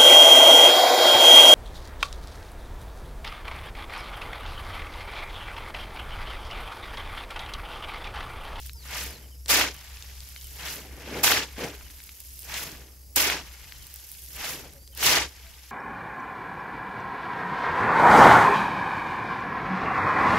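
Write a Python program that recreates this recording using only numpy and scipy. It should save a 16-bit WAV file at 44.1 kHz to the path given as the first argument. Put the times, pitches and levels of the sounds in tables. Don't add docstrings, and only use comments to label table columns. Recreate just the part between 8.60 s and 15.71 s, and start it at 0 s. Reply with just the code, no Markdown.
import sys
import numpy as np
from scipy import signal
from scipy.fft import rfft, irfft
from scipy.io import wavfile
from scipy.ndimage import uniform_filter1d

SR = 44100
rng = np.random.default_rng(int(sys.argv[2]) if len(sys.argv) > 2 else 0)


def volts_from_db(level):
    exponent = np.asarray(level, float) / 20
    return 10 ** exponent


def generate_wav(sig):
    pcm = np.round(np.clip(np.atleast_2d(sig).T, -1, 1) * 32767).astype(np.int16)
    wavfile.write(sys.argv[1], SR, pcm)


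N = 313551
T = np.arange(N) / SR
HZ = np.fft.rfftfreq(N, 1 / SR)

# [f/Hz, level/dB per Hz]
AIR_COLOUR = [(15, -44), (27, -28), (48, 11.5), (70, 5.5), (89, -14), (110, -1.5), (199, -13), (974, -26),
              (1140, -26), (2310, -30), (3360, -37), (5030, -18), (9610, -26), (11300, -18), (15600, -28)]
AIR_DB = -58
# [f/Hz, likeness]
AIR_LIKENESS = [(60, 0.7), (180, 0.77), (550, 0), (1650, -0.5), (4970, 1.5), (15000, 0.5)]
# [f/Hz, left over right/dB]
MIC_COLOUR = [(60, 1), (180, 1), (550, 0.5), (1650, 0), (4970, 2), (15000, -2.5)]
# [f/Hz, width/Hz, level/dB]
INSECTS = [(11450, 750, -63), (5100, 500, -72)]
# [t/s, f/Hz, level/dB]
HUM = [(0.0, 62.3, -45.5), (0.24, 62.7, -50.5), (0.93, 63.87, -50), (1.78, 64.55, -53), (2.18, 65.1, -51),
       (3.48, 63.54, -56.5), (4.61, 64.43, -54.5), (4.69, 62.56, -53), (5.5, 64.4, -59), (5.84, 63.83, -54),
       (5.96, 65.3, -59), (6.57, 64.74, -50), (6.91, 64.96, -58), (7.11, 63.4, -60)]

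# [t/s, length/s, start f/Hz, end f/Hz, level/dB]
WHISTLES = [
    (.128, .115, 5500, 3800, -53),
    (.44, .13, 5750, 3900, -51),
    (6.16, .04, 3900, 4500, -65),
    (6.19, .13, 4520, 4780, -60),
]
WHISTLE_BOW = .025
# [t/s, level/dB]
CHIPS = [(.63, -59), (.71, -59), (1.155, -52), (1.765, -54), (1.835, -54), (3.24, -56), (5.06, -57),
         (5.135, -57), (5.21, -56), (6.32, -58)]
# [start f/Hz, end f/Hz]
CHIP_HZ = (3170, 2800)
CHIP_S = .037
# [t/s, length/s, f/Hz, level/dB, second partial/dB]
CLUCKS = [
    (.145, 0.036, 460, -63, 3),
    (6.15, 0.054, 552, -53.5, -33),
    (6.29, 0.046, 544, -61, -25),
    (6.83, 0.093, 670, -59, -23),
]

# [peak t/s, rise/s, length/s, level/dB]
POURS = [
    (0.364, 0.16, 0.3, -37),
    (2.07, 0.16, 0.28, -38.5),
    (3.946, .12, .36, -37),
    (5.846, .14, 0.29, -36),
]
# [f/Hz, width/Hz]
SACK_HZ = (139, 90)
SACK_DB, SACK_LAG_S, SACK_STRETCH = -16.5, 0.072, 1.56

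# [t/s, peak level/dB, f/Hz]
CRACKS = [(0.883, -14, 5200), (0.894, -24, 4000), (0.927, -14, 2600), (0.998, -6, 2450),
          (1.011, -7.5, 1840), (1.04, -14, 1360), (2.644, -11, 860), (2.678, -4, 1940), (2.72, -2.5, 2070),
          (3.053, -26, 503), (3.941, -13, 4500), (4.566, -25, 5935), (6.536, -48, 3300), (6.55, -10, 2270)]
# [t/s, peak level/dB, f/Hz]
KNOCKS = [(0.0579, -40, 2480), (0.0955, -28, 2660), (.86, -23.5, 5120), (1.3715, -31.5, 3240),
          (1.4244, -25.5, 4440), (1.4867, -37, 5360), (1.6051, -26, 5500), (1.7622, -27, 2760),
          (1.8121, -30, 4760), (3.21, -37, 1720), (3.3012, -36.5, 2540), (3.4028, -34.5, 2505),
          (3.4921, -30.5, 2730), (3.831, -30, 5560), (4.6999, -10.5, 2340), (5.0435, -36, 2590),
          (5.1227, -25.5, 2860), (5.5502, -38, 2860), (5.6277, -39, 5380), (5.6618, -31, 6200),
          (5.7653, -33, 2930), (5.9315, -43, 1630), (6.2767, -31.5, 5390), (6.4287, -15, 1800),
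          (6.867, -36, 2710)]
KNOCK_SNAP_DB, KNOCK_PAN_DB = -26, 2.5
# [t/s, peak level/dB]
SNAPS = [(0.052, -36.5), (0.063, -24.5), (0.0715, -26), (0.1333, -28), (1.1438, -30), (1.1653, -31),
         (1.6888, -29), (1.7141, -37), (1.844, -25), (1.8595, -43), (1.87, -28), (1.931, -34), (3.439, -28),
         (3.6033, -24.5), (3.792, -22.5), (3.8052, -30), (3.8219, -30), (4.5601, -5.5), (5.2684, -26.5),
         (5.3409, -23.5), (5.36, -24), (5.4898, -30), (5.5167, -23), (5.5241, -33), (5.6203, -35),
         (5.6393, -28), (5.7209, -37), (6.1352, -31), (6.3499, -28), (6.3753, -19)]
SNAP_KNOCK_DB, SNAP_KNOCK_HZ, SNAP_PAN_DB = -7.5, 6160, -3
STRAYS_DB = -50.5

LAYER_EDGES_HZ = [100, 580, 3000, 8000, 21000]
# [f/Hz, level/dB per Hz]
GRAVEL_COLOUR = [(56, -29), (95, 21), (192, -8.5), (276, -5.5), (365, -5), (414, -2), (649, -9), (737, -3),
                 (1150, -5.5), (2010, -1), (7080, -2.5), (8580, -7), (12100, 3), (15600, -3)]
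# [f/Hz, width/Hz, level/dB]
BLADE = [(300, 35, 3), (548, 130, -6), (808, 20, -58), (1020, 42, 3), (1546, 1800, 8.5), (2070, 1800, -70),
         (2510, 170, -19), (5120, 1900, -1.5)]
HEAP_LEAD, HEAP_SPREAD, SACK_SPREAD = 1.8, 3.6, 2.1
# [full force t/s, rise/s, length/s, level/dB, extra grit/dB]
DIGS = [
    (0.899, 0.018, 0.24, -24.5, 0),
    (2.636, 0.006, 0.26, -25.5, 3),
    (4.561, 0.005, 0.3, -28, 4.5),
    (6.460, 0.093, 0.24, -24, -3),
]
# [peak t/s, rise/s, length/s, level/dB]
SCUFFS = [
    (0.861, .004, 0.041, -46.5),
    (2.405, 0.77, .3, -49.5),
    (2.594, 0.26, 0.37, -32),
    (2.982, 0.0068, 0.27, -34),
    (3.042, 0.093, 0.17, -29.5),
    (6.057, .1, .12, -48),
    (1.504, .04, 0.083, -60),
    (5.432, 0.021, 0.03, -58),
]
# [start t/s, length/s]
TRICKLES = [
    (-.75, .83),
    (1.14, .84),
    (2.9, .96),
    (4.85, .93),
    (6.73, .85),
]
# [level/dB, extra grit/dB]
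TRICKLE_FLOW = [
    (-51.5, -6),
    (-53.5, -0.5),
    (-57, 5),
    (-55, 4),
    (-56.5, -4),
]
# dig [level/dB], [sag/dB per s], [lag/s], [length factor]
DIG_DB = [-12, -2, 1.5, 1]
DIG_SAG_DB_PER_S = [-13.5, -20, 32, 114.5]
DIG_LAG_S = [0.012, 0.0022, 0.0035, 0]
DIG_STRETCH = [.95, 0.89, 1.023, 0.95]
POUR_DB = [-12, -0.5, -1.5, -3.5]
POUR_LAG_S = [0.13, 0, .03, 0.071]
POUR_STRETCH = [1.41, 1.07, 0.97, 0.73]
SCUFF_DB = [-1, -8, -14.5, -17.5]
SCUFF_STRETCH = [0.81, 1.26, 1.5, 0.79]
TRICKLE_DB = [-14.5, 0, -1, -9]
TRICKLE_DRIFT_DB = [-12, -16, -1, 13]
TRICKLE_EDGE_S = .1
REST_DB = [-79, -85, -71.5, -60.5]
DIG_CURVE = (1.34, 3.56)
POUR_CURVE = (1.46, 0.98)
SCUFF_CURVE = (1.47, 0.8)


def evened(x):
    return x / np.sqrt(np.mean(x ** 2) + 1e-20)


def read(points, hz):
    f, value = np.transpose(points)
    return np.interp(np.log(hz + 1), np.log(f + 1), value)


def add(mix, s, sound):
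    part = mix[:, round(s * SR):][:, :sound.shape[1]]
    part += sound[:, :part.shape[1]]


def resonate(x, hz, width):
    turn = np.exp(2j * np.pi * np.cumsum(hz * np.ones(N)) / SR)
    r = np.exp(-np.pi * width / SR)
    return 2 * (turn * signal.lfilter([1 - r], [1, -r], x / turn)).real


def resonant_noise(hz, width):
    return evened(resonate(resonate(rng.standard_normal(N), hz, width), hz, width))


def wander(top_hz):
    slow = rfft(rng.standard_normal(N)) / (1 + (HZ / top_hz) ** 4)
    return evened(irfft(slow * (HZ > 12), N))


def burst(hz, spread, rise_s):
    u = np.arange(240) / SR / rise_s
    partials = sum(np.sin(2 * np.pi * hz * m * u * rise_s) for m in (1 / spread, 1, spread))
    x = partials * u ** 2 * np.exp(-2 * u)
    x -= x.mean()
    return x / abs(x).max()


def arc(peak_s, rise_s, length_s, curve):
    t = np.arange(0, N / SR + .01, .001)[None]
    before, after = np.maximum(peak_s - t, 0), np.maximum(t - peak_s, 0)
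    return -30 * ((before / rise_s) ** curve[0] + (after / length_s) ** curve[1]), after


def air():
    frames, hz = N // 512 + 5, np.fft.rfftfreq(2048, 1 / SR)
    a, b, c, d, patches = rng.standard_normal((frames, 1025, 5)).T
    patches = evened(uniform_filter1d(uniform_filter1d(patches, 24, 0), 8, 1))
    same = np.clip(read(AIR_LIKENESS, hz), -1, 1)[:, None]
    left = a + 1j * b
    right = same * left + np.sqrt(1 - same ** 2) * (c + 1j * d)
    z = np.array([left, right]) * volts_from_db(read(AIR_COLOUR, hz)[:, None] + 2.8 * patches)
    x = signal.istft(z, nperseg=2048, noverlap=1536)[1][:, :N]
    above = irfft(rfft(x.mean(0)) * (HZ > LAYER_EDGES_HZ[0]), N)
    return volts_from_db(AIR_DB) * x / np.std(above)


def insects():
    out = np.zeros((2, N))
    for hz, width, db in INSECTS:
        ears = [resonate(resonate(rng.standard_normal(N), hz, width), hz, width) for ear in "LR"]
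        out += volts_from_db(db) * evened(np.array(ears))
    return out


def generator():
    s, hz, db = np.transpose(HUM)
    hz = uniform_filter1d(np.interp(T, s, hz), 20000)
    tone = np.sin(2 * np.pi * np.cumsum(hz) / SR)
    halo = resonant_noise(hz, 27)
    octave = resonant_noise(2 * hz, 38)
    return volts_from_db(np.interp(T, s, db)) * (2.55 * tone + 0.76 * halo + 0.2 * octave)


def birds():
    out = np.zeros((2, N))
    for s, length, start_hz, end_hz, db in WHISTLES + [(s, CHIP_S, *CHIP_HZ, db) for s, db in CHIPS]:
        u = np.linspace(0, 1, int(length * SR))
        flutter = volts_from_db(2.5 * evened(uniform_filter1d(rng.standard_normal(9000), 300)))
        middle_hz = (start_hz + end_hz) / 2 * (1 + WHISTLE_BOW)
        hz = np.polyval(np.polyfit([0, .5, 1], [start_hz, middle_hz, end_hz], 2), u)
        turns = np.cumsum(hz) / SR + 0.2 * rng.random((2, 1))
        swell = np.sin(np.pi * u) ** 0.3 * flutter[:len(u)]
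        add(out, s, volts_from_db(db) * np.sin(2 * np.pi * turns) * swell)
    for s, length, hz, db, second_db in CLUCKS:
        u = np.linspace(0, 1, int(length * SR))
        a = 2 * np.pi * hz * length * u * (1 - 0.0067 * u)
        tone = np.sin(a) + volts_from_db(second_db) * (np.sin(2 * a) + .4 * np.sin(3 * a))
        add(out, s, volts_from_db(db) * tone * np.sin(np.pi * u) * np.ones((2, 1)))
    return out + .2 * np.roll(out[::-1], 700, axis=1)


def sack():
    level = 0
    for s, rise, length, db in POURS:
        rise_s = (rise + SACK_LAG_S) * SACK_STRETCH
        level = level + volts_from_db(db + arc(s + SACK_LAG_S, rise_s, length * SACK_STRETCH, POUR_CURVE)[0][0])
    thump = resonant_noise(*SACK_HZ)
    return volts_from_db(SACK_DB) * np.interp(T * 1000, np.arange(len(level)), level) * thump


def pebbles():
    out = np.zeros((2, N))
    rows = [(s, db - 4, hz, db - 13, 0) for s, db, hz in CRACKS]
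    rows += [(s, db, hz, db + KNOCK_SNAP_DB, KNOCK_PAN_DB) for s, db, hz in KNOCKS]
    strays = []
    for start, length in TRICKLES[:4]:
        for u, v in rng.random((11, 2)):
            strays.append((max(start + length * (1 - u ** 2), 0), STRAYS_DB + 8 * v))
    rows += [(s, db + SNAP_KNOCK_DB, SNAP_KNOCK_HZ, db, SNAP_PAN_DB) for s, db in SNAPS + strays]
    chances = rng.random((len(rows), 3))
    for (s, knock_db, hz, snap_db, pan), (gap, lag, shade) in zip(rows, chances):
        knock = volts_from_db(knock_db) * burst(1.12 * hz, 1.25, 1.05 / hz)
        snap = volts_from_db(snap_db) * burst(11300 + 1200 * shade, 1.2, .00016)
        tick = knock + snap
        tick = tick + .4 * np.roll(tick, int(25 + 40 * gap))
        sides = volts_from_db(1.5 + np.array([[pan], [-pan]]) / 2)
        add(out, s, sides * [tick, np.roll(tick, int(1.4 * lag))])
    return out


def strokes():
    def col(v):
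        return np.array(v)[:, None]

    grit, parts = col([0, 0, 0, 1]), []
    for s, rise, length, db, grit_db in DIGS:
        lag = col(DIG_LAG_S)
        shape, after = arc(s + lag, rise + 2 * lag, length * col(DIG_STRETCH), DIG_CURVE)
        parts.append(db + col(DIG_DB) + grit_db * grit + shape - col(DIG_SAG_DB_PER_S) * after)
    for s, rise, length, db in POURS:
        lag = col(POUR_LAG_S)
        shape = arc(s + lag, rise + 2 * lag, length * col(POUR_STRETCH), POUR_CURVE)[0]
        parts.append(db + col(POUR_DB) + shape)
    for s, rise, length, db in SCUFFS:
        stretch = col(SCUFF_STRETCH)
        parts.append(db + col(SCUFF_DB) + arc(s, rise * stretch, length * stretch, SCUFF_CURVE)[0])
    for (start, length), (db, grit_db) in zip(TRICKLES, TRICKLE_FLOW):
        onset, after = arc(start, TRICKLE_EDGE_S, 1e9, (1, 1))
        stop = arc(start + length, 1e9, TRICKLE_EDGE_S, (1, 1))[0]
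        drift = col(TRICKLE_DRIFT_DB) * np.minimum(after / length, 1) ** 1.14
        parts.append(db + col(TRICKLE_DB) + grit_db * grit + drift + onset + stop)
    power = sum(volts_from_db(2 * p) for p in parts) + volts_from_db(2 * col(REST_DB))
    return [np.interp(T * 1000, np.arange(len(db)), db) for db in 10 * np.log10(power)]


def collisions(per_s, size_db, clump_db, lead, lag, patchy_db, count=14):
    clumps, drift = volts_from_db(clump_db * wander(30)), volts_from_db(patchy_db * wander(61))
    size = volts_from_db(size_db * np.minimum(rng.exponential(1, N), 5)) * (rng.random(N) < per_s / SR)
    size *= clumps / np.sqrt(per_s)
    delay = np.round(lead + lag * rng.laplace(size=N)).astype(int)
    late = np.clip(np.arange(N) + delay, 0, N - 1)
    stone, t, out = rng.integers(0, count, N), np.arange(400) / SR, np.zeros((2, N))
    cycles = (1.2, 3.5)
    for k, hz in enumerate(np.geomspace(250, 14000, count)):
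        click = np.sin(2 * np.pi * hz * t + 1) * np.exp(-t * hz / cycles[k % 2])
        left = size * (stone == k) * np.roll(drift, k * N // count)
        trains = np.array([left, np.bincount(late, left, N)])
        out += signal.oaconvolve(trains, click[None] / np.linalg.norm(click), axes=1)[:, :N]
    return out


def shovel():
    levels = strokes()
    per_s = np.clip(14000 * volts_from_db(.35 * (levels[2] + 55)), 10000, 40000)
    digging = np.clip((levels[2] + 40) / 8, 0, 1)
    spread = SACK_SPREAD + (HEAP_SPREAD - SACK_SPREAD) * digging
    z = rfft(collisions(per_s, size_db=1.0, clump_db=0.9, lead=HEAP_LEAD * digging, lag=spread, patchy_db=2.0))
    z /= np.sqrt(uniform_filter1d((abs(z) ** 2).mean(0), 2001)) + 1e-9
    ring = sum(volts_from_db(db) / (1 + 2j * (HZ - f) / w) for f, w, db in BLADE)
    z *= volts_from_db(read(GRAVEL_COLOUR, HZ)) * (1 + ring)
    edges = [1 / (1 + (f / (HZ + 1)) ** 10) for f in LAYER_EDGES_HZ]
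    out = np.zeros((2, N))
    for low, high, db in zip(edges, edges[1:], levels):
        layer = irfft(z * np.sqrt(np.clip(low - high, 0, 1)), N)
        out += volts_from_db(db) * layer / np.std(layer.mean(0))
    return out


def scene():
    return air() + insects() + generator() + birds() + sack() + pebbles() + shovel()


def band_limit(x):
    return signal.sosfilt(signal.butter(12, 16630, fs=SR, output="sos"), x)


def record(dry):
    side = volts_from_db(read(MIC_COLOUR, HZ) / 2)
    mix = irfft(rfft(dry) * [side, 1 / side] * (HZ < 15720), N)
    return band_limit(mix)


dry = scene()
out = record(dry)
generate_wav(out)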